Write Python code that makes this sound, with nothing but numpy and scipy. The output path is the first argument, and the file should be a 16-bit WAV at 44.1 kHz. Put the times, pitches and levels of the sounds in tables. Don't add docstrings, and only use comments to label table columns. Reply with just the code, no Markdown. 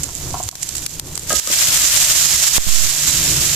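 import sys
import numpy as np
from scipy import signal
from scipy.fft import rfft, irfft, next_fast_len
from scipy.io import wavfile
from scipy.ndimage import uniform_filter1d, minimum_filter1d, map_coordinates

SR = 44100
rng = np.random.default_rng(int(sys.argv[2]) if len(sys.argv) > 2 else 0)


def output_pcm(signal):
    pcm = np.clip(np.atleast_2d(signal).T, -1, 1) * 32767
    wavfile.write(sys.argv[1], SR, np.round(pcm).astype(np.int16))


N = 156555

# time in seconds, level in dB, right-over-left lean in dB added to the colour's own.
FRYING_LEVELS = [(0, -31, 3), (.35, -28, 3.5), (.6, -30.5, 2.5), (.85, -28.5, 4.5), (1.05, -33.5, 0.5),
                 (1.28, -28, -1.5), (1.3, -21, -4.5), (1.36, -13, 6.5), (1.47, -14.5, -2.5),
                 (1.53, -9, -0.5), (1.6, -11, -2), (1.79, -14.5, -3), (1.86, -7.5, -1), (1.92, -12, 1),
                 (2.12, -10, -1), (2.23, -12.5, 3.5), (2.32, -12, 0.5), (2.42, -14.5, 3.5), (2.48, -8, 3.5),
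                 (2.52, -15, 5.5), (2.57, -10, -2), (2.72, -16.5, 3), (3.2, -14.5, 1.5), (3.55, -15.5, 1.5)]
# frequency in Hz, left gain in dB, right gain in dB.
SIZZLE_COLOUR = [(100, -21.5, -26), (300, -29.5, -31), (454, -33, -37), (597, -14, -18), (780, -20, -23),
                 (1520, -12.5, -18), (3240, -7.5, -9), (4520, -9.5, -6), (6040, -9, -2), (7200, -4, 2),
                 (7816, -10, 1), (8190, -4.5, -13.5), (9300, -8, -10.5), (9700, -16, -9),
                 (13150, -8.5, -11.5), (15200, -11.5, -16.5)]
# frequency in Hz, gain in dB.
FAT_COLOUR = [(700, 0.5), (2200, -2), (6000, -1), (8500, -0.5), (13000, 0)]
# frequency in Hz, left-right correlation (0 to 1).
PORT_LIKENESS = [(60, 0.82), (150, 0.99), (400, 0.76), (1000, 0.8), (2400, 0.57), (6000, 0.014)]
JUICE_S = 1.3
BUBBLES_PER_S, BUBBLE_SPREAD_DB, STEAM_DB = 2600, 4, 0.5
FAT_BUBBLE_SHARE, FAT_SWING_SHARE = 0.3, 0.81
FLURRY_DB, FLUTTER_DB, SWELL_DB = 0.32, 1.5, 0.8

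# start in seconds, end in seconds, count per second,
# top level in dB over the frying, middle pitch in Hz, cycles to decay to 1/e.
BUBBLE_TICKS = [(0, JUICE_S, 120, 20, 6900, 2.2), (JUICE_S, 3.54, 380, 12.1, 6350, 3.6)]
TICK_RANGE_DB, TICK_LEFT_DB, TICK_SPREAD_OCT = 16, -4, 0.6

# time in seconds, level in dB.
FIRE_LEVELS = [(0, -34), (.25, -30.5), (.5, -34), (.8, -34), (1.3, -36), (1.7, -37), (2.4, -36), (3.0, -37),
               (3.17, -29), (3.55, -31.5)]
# frequency in Hz, gain in dB.
RUMBLE_COLOUR = [(20, -1.5), (45, -2), (70, 4.5), (100, -2.5), (145, 3), (200, -12), (320, -8),
                 (480, -15.5), (1000, -21.5), (3000, -36)]

# start in seconds, level in dB before colouring, decay to 1/e in seconds.
FAT_SPITS = [(0.033, -6, 0.0043), (0.04, -6.5, 0.0017), (0.151, -11, 0.0017), (.241, -15, 0.0014),
             (0.159, -15, 0.0009), (0.306, -14, .0015), (0.429, -7, 0.00093), (0.435, -14, 0.0043),
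             (0.5124, -2, 0.0016), (0.615, -11, 0.00091), (0.624, -10, .002), (.629, -3, 0.0029),
             (0.6896, -3.5, 0.0015), (0.754, -12, .004), (0.766, -13, 0.0048), (0.781, -7, 0.0016),
             (.893, -14, .0015), (1.154, -8, 0.0018), (1.194, -11, 0.0031), (1.295, -8.5, 0.0043),
             (1.328, 1.5, 0.0042), (2.122, -6, 0.0035), (2.2, -16, 0.0015)]
SPIT_HZ, SPIT_WIDTH_HZ, SPIT_RING_GAIN = 8200, 2900, 2.76
SPIT_LEFT_DB, SPIT_ATTACK_S = -4.5, 0.00038
STRAY_SPITS_PER_S, STRAY_SPIT_DB = 16, -5

# start in seconds, level in dB, brightness in dB per octave.
KNOCK_BLOWS = [(.086, -34.5, 7), (.3415, -22, 0), (.351, -29, 6), (.367, -32, 0), (.401, -28, -8),
               (.526, -30, -4)]
# frequency in Hz, level in dB, 60 dB decay in seconds.
KNOCK_MODES = [(730, 5.5, 0.057), (833, -2.5, 0.047), (970, -0.5, 0.06), (1085, 0, 0.068), (1380, -8, 0.06)]
WOK_BLUR_HZ, KNOCK_BLUR_HZ = 2.6, 22

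# centre in seconds, level in dB, pitch in Hz, half-width to 1/e in seconds.
AIR_BUMPS = [(0.462, -24.5, 93, 0.014), (1.374, -24, 65, 0.014), (2.672, -20.5, 165, 0.0069)]

# start in seconds, relative level in dB.
WATER_POPS = [(0.489, 13), (0.5543, 0), (0.7521, -4), (.863, 6.5), (.865, 4), (.9969, 7.5), (1.1771, 4),
              (1.3981, 14.5), (1.474, 8.5), (2.4275, -2), (2.5665, 5.5)]
# frequency in Hz, gain in dB.
POP_SPECTRUM = [(150, -9), (700, -8), (2500, -7.5), (5500, 0.5), (7500, 2.5), (9500, -3), (14000, -3)]
POP_TAIL_DB, POP_TAIL_T60_S = -14, 0.013
POP_LAG_S = 0.00004

# start in seconds, level in dB, brightness in dB per octave.
TOMATO_LANDINGS = [(1.304, -21.5, 3), (1.322, -22.5, -5), (1.3326, -15.5, -2), (1.363, -35, -1),
                   (1.473, -21, -1.5), (1.501, -25, -8)]
# frequency in Hz, level in dB, 60 dB decay in seconds.
WOK_MODES = [(215, -13, 0.11), (325, -7.5, 0.083), (460, -0.5, 0.035), (565, -2, 0.08), (643, -1, 0.048),
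             (1259.6, 0, 0.15), (1630, -1.5, 0.064), (1940, -15, 0.1)]
THUD_T60_S, THUD_HZ = 0.043, 600
YARD_DB, YARD_T60_S = -11.5, 0.48

# start in seconds, pressure step re full scale before smoothing,
# step decay to 1/e in seconds, tick re full scale. All before the limiter.
PORT_FLICKS = [(2.5816, -2.1, 0.029, 5.5), (2.667, 0.52, 0.01, 0), (2.689, 0.29, 0.017, 0.5)]
FLICK_HZ, FLICK_RING_HZ, FLICK_TICK_T60_S = 220, 620, 0.002
PUFF_S, PUFF_WIDTH_S, PUFF_DB = 2.75, 0.12, -8

# time in seconds, level in dB.
HUM_LEVELS = [(0, -56), (2.85, -51.5), (3.08, -37), (3.2, -36), (3.55, -33)]
HUM_HZ, OCTAVE_DB, HUM_WAVER = 156.5, -8.5, 0.0498

TOP_HZ = 14350
CEILING_DB, RELEASE_DB_PER_S, HOLD_S = 0, 119, 0.005


def amp(db):
    return 10 ** (np.asarray(db) / 20)


def unit(x):
    return x / np.sqrt(np.mean(x ** 2) + 1e-20)


def along(points, hz):
    f, *cols = np.transpose(points)
    return np.array([np.interp(np.log(hz + 1), np.log(f + 1), c) for c in cols])


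def curves(rows):
    s, *cols = np.transpose(rows)
    return [np.interp(np.arange(N) / SR, s, c) for c in cols]


def wobble(rate):
    knots = rng.standard_normal(int(N * rate / SR) + 4)
    return map_coordinates(knots, [np.arange(N) * rate / SR])


def filtered(x, response):
    m = 2 * next_fast_len(N // 2 + SR // 4)
    return irfft(rfft(x, m) * response(np.fft.rfftfreq(m, 1 / SR)), m)[..., :N]


def causal(gain):
    c = irfft(np.log(gain + 1e-6))
    half = c.shape[-1] // 2
    c[..., 1:half] *= 2
    c[..., half + 1:] = 0
    return np.exp(rfft(c))


def add(track, s, sound):
    part = track[..., max(round(s * SR), 0):][..., :sound.shape[-1]]
    part += sound[..., :part.shape[-1]]


def spread(pair):
    def mid_side(hz):
        turn = np.arccos(np.clip(along(PORT_LIKENESS, hz)[0], -1, 1)) / 2
        return np.array([np.cos(turn), np.sin(turn)])

    mid, side = filtered(pair, mid_side)
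    return np.array([mid + side, mid - side])


def sizzle():
    level_db, lean_db = curves(FRYING_LEVELS)
    dry = np.arange(N) / SR < JUICE_S
    share = np.where(dry, FAT_BUBBLE_SHARE, 1)
    happens = rng.random((2, N)) < share * BUBBLES_PER_S / SR
    bursts = happens * rng.choice([-1, 1], (2, N)) / np.sqrt(share)
    size_db = BUBBLE_SPREAD_DB * np.minimum(rng.standard_normal((2, N)), 2.8)
    bubbles = unit(bursts * amp(size_db))
    source = spread(bubbles + amp(STEAM_DB) * rng.standard_normal((2, N)))

    flutter = np.array([wobble(50), wobble(50)])
    swings = amp(FLURRY_DB * wobble(320) + FLUTTER_DB * flutter + SWELL_DB * wobble(16))
    source = source * swings ** np.where(dry, FAT_SWING_SHARE, 1)
    wet = filtered(source, lambda hz: causal(amp(along(SIZZLE_COLOUR, hz))))
    fat = filtered(wet, lambda hz: amp(along(FAT_COLOUR, hz)))
    return np.where(dry, unit(fat), unit(wet)) * amp(level_db + np.outer([-.5, .5], lean_db))


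def ticks():
    level_db, _ = curves(FRYING_LEVELS)
    out, t = np.zeros((2, N)), np.arange(SR // 125) / SR
    for start, end, rate, db, middle_hz, cycles in BUBBLE_TICKS:
        for when, size, a, b, phase in rng.random((int(rate * (end - start)), 5)):
            s = start + when * (end - start)
            hz = middle_hz * 2 ** (TICK_SPREAD_OCT * (a - b))
            turns = hz * t + np.array([[0], [phase]])
            snap = np.exp(-t * hz / cycles) * np.sin(2 * np.pi * turns)
            frying_db = level_db[min(int(s * SR), N - 1)]
            add(out, s, amp(frying_db + db - TICK_RANGE_DB * np.sqrt(size)) * snap)
    return out * amp([[TICK_LEFT_DB], [0]])


def fire():
    noise = spread(rng.standard_normal((2, N)))
    roar = unit(filtered(noise, lambda hz: amp(along(RUMBLE_COLOUR, hz))))
    return roar * amp(curves(FIRE_LEVELS)[0] + 2.3 * wobble(9.8))


def spits():
    level_db, _ = curves(FRYING_LEVELS)
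    strays = []
    for when, drop, length in rng.random((int(STRAY_SPITS_PER_S * N / SR), 3)):
        db = level_db[int(when * N)] + STRAY_SPIT_DB - 8 * drop
        strays.append((when * N / SR, db, .001 + 0.0039 * length))

    out, t = np.zeros((2, N)), np.arange(SR // 25) / SR
    for s, db, length in FAT_SPITS + strays:
        squirt = (1 - np.exp(-t / SPIT_ATTACK_S)) * np.exp(-t / length)
        add(out, s, amp(db) * squirt * rng.standard_normal((2, len(t))))

    def colour(hz):
        whistle = 1 + SPIT_RING_GAIN / (1 + (2 * (hz - SPIT_HZ) / SPIT_WIDTH_HZ) ** 2)
        return causal(amp(along(SIZZLE_COLOUR, hz)) * whistle)

    return filtered(out, colour) * amp([[SPIT_LEFT_DB], [0]])


def struck(blows, modes, blur_hz):
    out, t = np.zeros((2, N)), np.arange(SR // 3) / SR
    middle_hz = np.median([hz for hz, _, _ in modes])
    attack = 1 - np.exp(-t / 0.00037)
    for s, db, bright in blows:
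        for hz, level, t60 in modes:
            rattle = np.cumsum(rng.standard_normal(len(t))) * np.sqrt(2 * np.pi * blur_hz / SR)
            port_phase = rng.uniform(0, 2 * np.pi) + rng.normal(0, 0.57, (2, 1))
            phase = port_phase + uniform_filter1d(rattle, size=41)
            mode_db = db + level + bright * np.log2(hz / middle_hz) + rng.normal(0, 1)
            add(out, s, amp(mode_db - 60 * t / t60) * attack * np.sin(2 * np.pi * hz * t + phase))
    return out


def knocks():
    return struck(KNOCK_BLOWS, KNOCK_MODES, KNOCK_BLUR_HZ)


def yard(x):
    t = np.arange(SR // 3) / SR
    noise = spread(rng.standard_normal((2, N)))[:, :len(t)]
    tail = noise * amp(-60 * t / YARD_T60_S) * (1 - np.exp(-t / 0.0037))
    return x + amp(YARD_DB) * signal.fftconvolve(x, tail / np.linalg.norm(tail[0]), axes=1)[:, :N]


def bumps():
    t = np.arange(N) / SR
    out = np.zeros(N)
    for s, db, hz, length in AIR_BUMPS:
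        swing = np.cos(2 * np.pi * hz * (t - s))
        out += amp(db) * np.exp(-((t - s) / length) ** 2) * swing
    return out


def pops():
    out, t = np.zeros((2, N)), np.arange(SR // 25) / SR
    for s, db in WATER_POPS:
        spray = amp(POP_TAIL_DB - 60 * t / POP_TAIL_T60_S) * rng.standard_normal((2, len(t)))
        add(out, s, amp(db) * ((t == 0) + spray))

    def colour(hz):
        lag = np.exp(-2j * np.pi * np.outer([0, POP_LAG_S], hz))
        return causal(amp(along(POP_SPECTRUM, hz))) * lag

    return 2 * filtered(out, colour)


def tomatoes():
    thuds, t = np.zeros((2, N)), np.arange(SR // 5) / SR
    for s, db, _ in TOMATO_LANDINGS:
        add(thuds, s, amp(db - 60 * t / THUD_T60_S) * rng.standard_normal((2, len(t))))
    soft = filtered(spread(thuds), lambda hz: 1 / (1 + 1j * hz / THUD_HZ) ** 2)
    return struck(TOMATO_LANDINGS, WOK_MODES, WOK_BLUR_HZ) + 4 * soft


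def port_flicks():
    steps, taps, t = np.zeros(N), np.zeros(N), np.arange(SR // 3) / SR
    for s, step, decay, tick in PORT_FLICKS:
        add(steps, s, step * np.exp(-t / decay))
        add(taps, s, tick * amp(-60 * t / FLICK_TICK_T60_S) * np.cos(2 * np.pi * FLICK_RING_HZ * t))
    smooth = filtered(steps, lambda hz: 1 / (1 + 1j * hz / FLICK_HZ))
    puff = amp(PUFF_DB) * np.exp(-((np.arange(N) / SR - PUFF_S) / PUFF_WIDTH_S) ** 2)
    return np.outer([.02, 1], smooth + taps + puff)


def hum():
    phase = 2 * np.pi * np.cumsum(HUM_HZ * (1 + HUM_WAVER * wobble(30))) / SR
    low = np.sin(phase) * amp(2.4 * wobble(24.94))
    octave = np.sin(2 * phase) * amp(OCTAVE_DB + 1.6 * wobble(24.8))
    return amp(curves(HUM_LEVELS)[0]) * (low + octave)


def scene():
    pan = sizzle() + ticks() + spits() + pops()
    impacts = yard(knocks() + tomatoes())
    return pan + fire() + impacts + bumps() + port_flicks() + hum()


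def record(dry):
    band = lambda hz: 1 / (1 + (hz / TOP_HZ) ** 240)
    x = filtered(dry, band)
    over_db = np.maximum(20 * np.log10(np.abs(x).max(0) + 1e-9) - CEILING_DB, 0)
    hold = int(HOLD_S * SR) // 2 * 2 + 1
    held = -minimum_filter1d(-over_db, hold, origin=hold // 2)
    ramp = RELEASE_DB_PER_S * np.arange(N) / SR
    gain_db = ramp - np.maximum.accumulate(held + ramp)
    gain_db = uniform_filter1d(minimum_filter1d(gain_db, size=41), size=41)
    return filtered(x * amp(gain_db), band)


dry = scene()
out = record(dry)
output_pcm(out)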